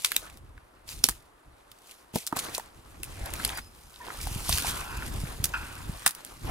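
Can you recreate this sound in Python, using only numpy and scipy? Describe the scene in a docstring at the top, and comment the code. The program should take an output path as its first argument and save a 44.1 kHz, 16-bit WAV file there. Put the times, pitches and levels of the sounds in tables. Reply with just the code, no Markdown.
"""Among dry young pines, someone pushes through, close to a hand-held microphone with two ports. Treetops hiss
far off and wind buffets the ports, both as shaped noise. Needles and boughs scrape along a sleeve: noise
roughened by small contacts. Dead twigs snap and sticks knock as noise bursts with resonant wood, sticks thud
into the arm, bark squeaks and a hollow branch drags and knocks: resonances excited by noise. The stems scatter
the twig sounds back as a short tail of decaying noise."""
import sys
import numpy as np
from scipy import signal
from scipy.fft import rfft, irfft, next_fast_len
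from scipy.io import wavfile
from scipy.ndimage import uniform_filter1d, map_coordinates

SR = 44100
rng = np.random.default_rng(int(sys.argv[2]) if len(sys.argv) > 2 else 0)


def to_linear_factor(level_db):
    """Convert decibel levels (scalar or array-like) to linear amplitude factors."""
    exponent = np.asarray(level_db, float) / 20
    return 10 ** exponent


def master(y):
    """Save y as 16-bit WAV."""
    cut = np.clip(np.atleast_2d(y).T, -1, 1)
    pcm = np.round(cut * 32767)  # scale
    wavfile.write(sys.argv[1], SR, pcm.astype(np.int16))


N = 286650  # samples, 6.5 s
OPPOSED = np.array([[1], [-1]])  # signs for left and right


def unit(x):
    """Power normalisation: x scaled to rms 1."""
    return x / np.sqrt(np.mean(x ** 2) + 1e-20)


def along(points, hz):
    """Logarithmic frequency scale: (f/Hz, value) points joined by straight lines over log f."""
    f, v = np.transpose(points)
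    return np.interp(np.log(hz + 1), np.log(f + 1), v)


def wobble(rate):
    """Slow random modulation: a smooth curve through random knots, rate of them a second."""
    knots = rng.standard_normal(N // 100)
    return map_coordinates(knots, [np.arange(N) * rate / SR])


def coloured(x, spectrum):
    """Linear filtering: x multiplied in frequency by a spectrum of (f/Hz, level/dB) points."""
    m = next_fast_len(x.shape[-1] + 4096)  # padded, so that the end does not wrap onto the start
    gain = to_linear_factor(along(spectrum, np.fft.rfftfreq(m, 1 / SR)))
    return irfft(rfft(x, m) * gain, m)[..., :x.shape[-1]]


def resonant(x, hz, width_hz):
    """Resonance: x through two equal peaks in cascade, for steep skirts, rms 1."""
    peak = signal.iirpeak(hz, hz / width_hz, SR)
    once = signal.lfilter(*peak, x)
    return unit(signal.lfilter(*peak, once))


def after(s, t60, attack=.001):
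    """Exponential decay: silence until s, a soft start (time constant attack, s), then 60 dB lost in t60."""
    t = np.maximum(np.arange(N) / SR - s, 0)
    return (1 - np.exp(-t / attack)) * to_linear_factor(-60 * t / t60)


def swells(rows, rest_db):
    """Addition of powers: each row rises to its peak and falls away, all upon a resting level."""
    t = np.arange(N) / SR
    power = to_linear_factor(2 * rest_db)
    for s, db, rise, fall in rows:
        drop = 20 * np.where(t < s, (s - t) / rise, (t - s) / fall)  # dB below the peak
        power = power + to_linear_factor(2 * (db - drop))
    return np.sqrt(power)


# Likeness of the sound at the two ports: f/Hz, left-right correlation
ALIKE = [(60, 0.88), (200, 1), (550, 0.051), (2000, 0.21), (15000, 1)]


def rush(spectrum, pair):
    """Partial coherence: two unrelated signals mixed to the ports' correlation, rms 1."""
    hz = np.fft.rfftfreq(N, 1 / SR)
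    turn = np.arccos(np.clip(along(ALIKE, hz), -1, 1)) / 2
    weights = [np.cos(turn), np.sin(turn)]
    mid, side = irfft(rfft(pair) * to_linear_factor(along(spectrum, hz)) * weights, N)
    return unit(np.array([mid + side, mid - side]))


# Spectrum of the far treetops: f/Hz, level/dB
TREETOPS = [(120, -16), (300, 0.5), (1200, 0), (2500, -12.5), (6500, -23.5), (10000, -18), (15600, -31),
            (16100, -57.5)]


def treetops():
    """Broadband turbulence noise: the far, smooth hiss of the wood, its level drifting slowly."""
    level_db = -60.5 + 0.68 * wobble(0.79)
    return to_linear_factor(level_db) * rush(TREETOPS, rng.standard_normal((2, N)))


# Spectrum of wind noise at the ports: f/Hz, level/dB
RUMBLE = [(20, -12), (42, 2.5), (110, -7), (200, -17), (350, -17.5), (900, -63.5)]
# Wind striking the ports: peak t/s, peak level/dB, rise over 20 dB t/s, fall over 20 dB t/s
GUSTS = [(.36, -46.5, 0.24, 0.46), (.96, -45, 0.23, 0.39), (1.48, -52.5, 0.082, 0.25),
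         (3.22, -39, 0.58, 0.77), (4.27, -34, 0.16, 0.97), (5.15, -33.5, 0.6, 0.52),
         (5.93, -37.5, 1.5, 0.067), (6.5, -29.5, .15, .2)]
# Sudden puffs: t/s, level/dB, f/Hz
POPS = [(3.212, -30.5, 48.8), (3.233, -27.5, 56.2), (4.314, -25.5, 106.6), (4.36, -20, 117),
        (4.501, -20.5, 82.6), (4.546, -24.5, 100.9), (5.237, -19, 113.4), (5.401, -23.5, 102),
        (5.895, -21, 137.5)]


def wind():
    """Pressure fluctuation: lumpy buffeting, and single puffs that push the diaphragm out and back."""
    calm_db = -68.5  # what goes on between gusts
    lumps = to_linear_factor(3.2 * wobble(28))
    buffeting = unit(lumps * rush(RUMBLE, rng.standard_normal((2, N))))
    out = swells(GUSTS, calm_db) * buffeting
    t = np.arange(N) / SR
    for s, db, hz in POPS:
        u = np.maximum(t - s, 0) * hz  # cycles since the puff began
        out += to_linear_factor(db) * np.sin(2 * np.pi * u) * np.exp(-(u / 0.75) ** 2)
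    return out


def grit(rate, spread_db, life_s, share):
    """Stick-slip roughness: noise strengthened at random tiny contacts of uneven size, rate a second."""
    hits = (rng.random(N) < rate / SR) * to_linear_factor(spread_db * rng.standard_normal(N))
    bursts = signal.lfilter([1], [1, -np.exp(-1 / (life_s * SR))], hits)
    return rng.standard_normal((2, N)) * (1 + share * unit(bursts))


def patchy(x, depth_db):
    """Spectro-temporal modulation: x with patches of random gain over time and frequency."""
    z = signal.stft(x, nperseg=512)[2]
    field = rng.standard_normal(z.shape[1:])
    field = uniform_filter1d(field, size=5, axis=0)
    field = uniform_filter1d(field, size=12, axis=1)
    return signal.istft(z * to_linear_factor(depth_db * unit(field)), nperseg=512)[1][:, :N]


def crackle(count, centre_hz, cycles, spread_db):
    """Damped free vibration: twiglets and bark flakes ring at random pitch, size and side, rms 1."""
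    when, side = rng.random((2, count, 1))
    pitch, size = rng.standard_normal((2, count, 1))
    k = np.arange(300)  # samples in each ring
    turns = np.clip(centre_hz * to_linear_factor(4.5 * pitch), 500, 14000) * k / SR
    rings = to_linear_factor(spread_db * size) * np.sin(2 * np.pi * turns) * np.exp(-turns / cycles)
    at = ((when * N).astype(int) + k).ravel()
    ports = [np.bincount(at, (rings * np.sqrt(g)).ravel(), N)[:N] for g in (side, 1 - side)]
    return unit(np.array(ports))


# Spectrum of needles on a sleeve: f/Hz, level/dB
SCRATCH = [(1200, -22), (2500, -0.5), (4400, -2), (7000, -3), (10500, -1), (15600, -11.5), (16100, -51.5)]
# Spectrum of boughs on cloth: f/Hz, level/dB
RUB = [(150, -9), (400, -8), (1000, -6.5), (1500, -9.5), (2600, -18.5), (5000, -24.5), (9000, -64.5)]
# Needles raking along the sleeve: peak t/s, peak level/dB, rise over 20 dB t/s, fall over 20 dB t/s
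SCRATCHES = [(.15, -42.5, 1.5, 0.18), (.89, -40, 0.024, 0.18), (1.06, -40.5, 0.026, 0.12),
             (1.91, -52, 0.21, 0.178), (2.148, -33.5, 0.012, 0.11), (2.366, -35, 0.012, 0.069),
             (2.392, -30, 0.0094, 0.023), (2.43, -41, 0.083, 0.14), (2.55, -38.5, .03, .04),
             (2.57, -48, 0.36, 0.14), (2.95, -67.5, 1.3, 14), (3.05, -54.5, 0.017, 1.7),
             (3.47, -44.5, 0.63, 0.21), (3.59, -45.5, 0.16, 0.024), (3.96, -58.5, 0.064, 2.6),
             (4.22, -39.5, 0.038, 0.38), (4.52, -28.5, 0.086, 0.38), (4.69, -35, 0.64, 0.033),
             (5.05, -47, 1.2, 2.6), (6.03, -53.5, 1.1, .15), (6.09, -49, 0.086, 0.095),
             (6.5, -45.5, 0.23, .3)]
# Thicker boughs dragging over cloth: peak t/s, peak level/dB, rise over 20 dB t/s, fall over 20 dB t/s
RUBS = [(.25, -48.5, 0.54, 0.15), (.91, -54.5, 0.079, 0.26), (2.37, -41.5, 0.058, 0.34),
        (2.58, -46, 0.17, 0.053), (3.43, -42.5, 0.5, 0.19), (3.59, -40, 0.65, 0.017),
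        (4.03, -48.5, 0.11, 4.4), (4.64, -36, 0.36, 0.47), (5.1, -47, 1, 3.46), (6.5, -37, 0.092, .2)]


def brush():
    """Friction noise: needles scratch brightly, thicker boughs rub duller; both shed small crackles."""
    needles_rest_db, boughs_rest_db = -75, -67  # what goes on between strokes
    tug = wobble(23.86)  # both catch and let go together
    needle_grit = grit(rate=200, spread_db=6, life_s=0.002, share=0.5)
    needles = rush(SCRATCH, patchy(needle_grit, depth_db=1.8))
    needles += to_linear_factor(-8) * crackle(count=2500, centre_hz=6000, cycles=2.2, spread_db=4.5)
    bough_grit = grit(rate=150, spread_db=6, life_s=0.004, share=0.3)
    boughs = rush(RUB, patchy(bough_grit, depth_db=3))
    boughs += to_linear_factor(-6) * crackle(count=4000, centre_hz=2800, cycles=2, spread_db=4.5)
    scratching = swells(SCRATCHES, needles_rest_db) * to_linear_factor(1.6 * tug) * needles
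    rubbing = swells(RUBS, boughs_rest_db) * to_linear_factor(1.8 * tug + 1.5 * wobble(35)) * boughs
    return scratching + rubbing


# Spectrum of a crack, before its random variation: f/Hz, level/dB
CRACK = [(300, -13), (1400, -1), (4500, 2), (6500, 0.5), (10000, 6), (15500, -0.5), (17000, -43.5)]
# Twigs breaking, and a few sticks knocking: t/s, snap level/dB, wood level/dB relative to the snap, wood f/Hz #
# (levels before the fixed trims of crack and wood below)
SNAPS = [(0.0443, -6, -14, 3030), (0.116, -12.5, -15.5, 1920), (0.161, -9.5, -11, 3300),
         (0.37, -35.5, -22.5, 3390), (0.575, -55.5, 7.5, 1510), (1.0375, -0.5, -12.5, 4330),
         (1.0848, -8, -20, 1280), (1.7128, -34, -15, 3480), (2.155, -14, -13.5, 700),
         (2.264, -16.5, -18.5, 4640), (2.2729, -22, -13, 5530), (2.323, -29, 3.5, 1100),
         (2.3613, -20.5, -9, 900), (2.5464, -22.5, -6.5, 5150), (2.5771, -17, -14, 670),
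         (2.594, -28, -9, 905), (3.0297, -17, -17.5, 2690), (3.256, -23.5, -21, 4240),
         (3.3346, -18, -20, 1796), (3.395, -40, 6, 1470), (3.437, -27, -11, 2930), (3.446, -10, -16, 3550),
         (3.474, -28.5, -8, 8500), (3.4869, -35, 2.5, 2930), (3.498, -37.5, 0, 1390),
         (3.571, -21.5, -18, 1500), (3.581, -36.5, 1, 1550), (3.9385, -42, -9.5, 3540),
         (3.957, -40, -7, 3600), (4.064, -39.5, -4.5, 900), (4.074, -49, 1, 2940),
         (4.1009, -51, 16.5, 1270), (4.2107, -25.5, -14, 5370), (4.268, -21, -13.5, 880),
         (4.4903, -9, -19.5, 765), (4.5236, -13.5, -9.5, 3900), (4.5808, -14, -19.5, 1670),
         (4.643, -35.5, 4.5, 900), (4.688, -18, -33, 5400), (5.02, -35, -0.5, 1440), (5.439, -6, -30, 4300),
         (6.06, 0, -24, 1430), (6.1056, -19, -24, 4580), (6.147, -23.5, -37, 1010),
         (6.246, -21.5, -45, 1130)]


def snaps():
    """Brittle fracture: fibres give, the stick cracks and tears on in splinters; its wood sounds dully. 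A few
    sticks that only knock are played the same way."""
    out, t = np.zeros((2, N + SR)), np.arange(SR // 5) / SR
    give = 0.0029  # s from first fibre to full break

    def fall(t60):
        """Exponential decay from the full break, with a weak level before it."""
        return np.where(t < give, to_linear_factor(-25), to_linear_factor(-60 * (t - give) / t60))

    for s, db, wood_db, hz in SNAPS:
        noise = rng.standard_normal((4, len(t)))
        tearing = to_linear_factor(7.43 * unit(uniform_filter1d(noise[2], size=60)))  # splinters come in clumps
        tearing_gain = to_linear_factor(-13 + 0.19 * db)  # more from big sticks
        shape = fall(0.0059) + tearing_gain * tearing * fall(0.063)
        colour = np.add(CRACK, [0, 2.2] * rng.standard_normal((len(CRACK), 1)))  # no two sticks alike
        colour[:2, 1] += 0.35 * db  # thin twigs have no bottom
        crack = unit(coloured(noise[:2] * shape, colour))
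        crack *= to_linear_factor(-8.0) * np.sqrt(np.mean(shape ** 2))
        struck = noise[3] * np.sqrt(tearing) * fall(0.016)
        wood = to_linear_factor(wood_db - 16) * resonant(struck, hz, 0.65 * hz)
        lean = to_linear_factor(rng.normal(0, 0.99) * OPPOSED)  # towards one port
        width = to_linear_factor(-5.0) * crack[1] * OPPOSED  # each port hears its own reflections
        start = round(s * SR)
        out[:, start:start + len(t)] += to_linear_factor(db) * (lean * (crack[0] + wood) + width)
    return out[:, :N]


# Scatter among the stems: f/Hz, reverberation time t60/s
TRUNKS = [(300, 0.11), (3000, 0.13)]


def trunks(x):
    """Reverberation: sound scattered back by the stems, each frequency dying at its own speed."""
    hz, t, z = signal.stft(rng.standard_normal((2, SR // 3)), SR, nperseg=256)
    decay = to_linear_factor(-60 * t / along(TRUNKS, hz)[:, None])
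    tail = signal.istft(z * decay, SR, nperseg=256)[1]
    return signal.fftconvolve(x, tail / np.linalg.norm(tail[0]), axes=1)[:, :N]


# Sticks thudding into the arm: t/s, level/dB
THUDS = [(1.039, -23), (1.087, -30.5), (2.139, -31.5), (2.156, -17.5), (2.326, -27), (2.364, -31),
         (4.49, -28.5), (6.061, -35.5)]


def thuds():
    """Heavily damped impact: dull blows on the arm, as low, wide resonances dying in 0.05 s."""
    out = 0
    for s, db in THUDS:
        out = out + to_linear_factor(db) * after(s, .05) * resonant(rng.standard_normal(N), 200, 330)
    return out


# Bark creaking on bark: t/s, f/Hz, level/dB, t60/s
SQUEAKS = [(3.552, 4830, -38, .13), (3.615, 5050, -52, .25), (4.01, 1800, -41, .12), (4.0, 1000, -42, .2)]


def squeaks():
    """Narrow-band friction: bark squeaks briefly on bark, as noise through a sharp resonance."""
    out = 0
    for s, hz, db, t60 in SQUEAKS:
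        out = out + to_linear_factor(db) * after(s, t60, .005) * resonant(rng.standard_normal(N), hz, 90)
    return out


# Resonances of a hollow dead branch: f/Hz, width of each peak f/Hz, relative level/dB
BRANCH = [(950, 300, -7), (1460, 320, 0), (2600, 450, -4), (5000, 400, -21)]
# Blow on the branch: t/s, level/dB, t60/s
KNOCK = (5.5375, -23, 0.089)
# The branch dragging along: peak t/s, peak level/dB, rise over 20 dB t/s, fall over 20 dB t/s
DRAGS = [(5.03, -41.5, 0.78, 0.05), (5.56, -41, 0.023, 0.41)]


def branch():
    """Modal resonance: one hollow dead branch drags along and is knocked, sounding the same modes."""
    modes = [to_linear_factor(level) * resonant(rng.standard_normal(N), hz, width) for hz, width, level in BRANCH]
    body = unit(sum(modes))
    s, db, t60 = KNOCK
    return body * (to_linear_factor(db) * after(s, t60) + swells(DRAGS, -np.inf))


def scene():
    """Superposition: every source added at the two ports, the twig sounds with their scatter."""
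    twigs = snaps() + thuds() + squeaks() + branch()
    scatter = to_linear_factor(-13.5) * trunks(twigs)
    return treetops() + wind() + brush() + twigs + scatter


def top_cut(x):
    """Nothing passes above the cut-off."""
    return signal.sosfilt(signal.butter(12, 16710, fs=SR, output="sos"), x)


# Phase by which the left port leads the right: f/Hz, phase/rad
LEAD = [(50, -0.039), (600, 1.12), (1500, -1.24), (3000, -1.83), (7000, -0.75)]


def record(dry):
    """Interchannel phase: the two ports differ by half the lead each way; peaks clip at full scale."""
    lead = along(LEAD, np.fft.rfftfreq(N, 1 / SR))
    turn = np.exp(.5j * lead * OPPOSED)
    mix = np.clip(irfft(rfft(dry) * turn, N), -1, 1)
    return top_cut(mix)


dry = scene()
out = record(dry)
master(out)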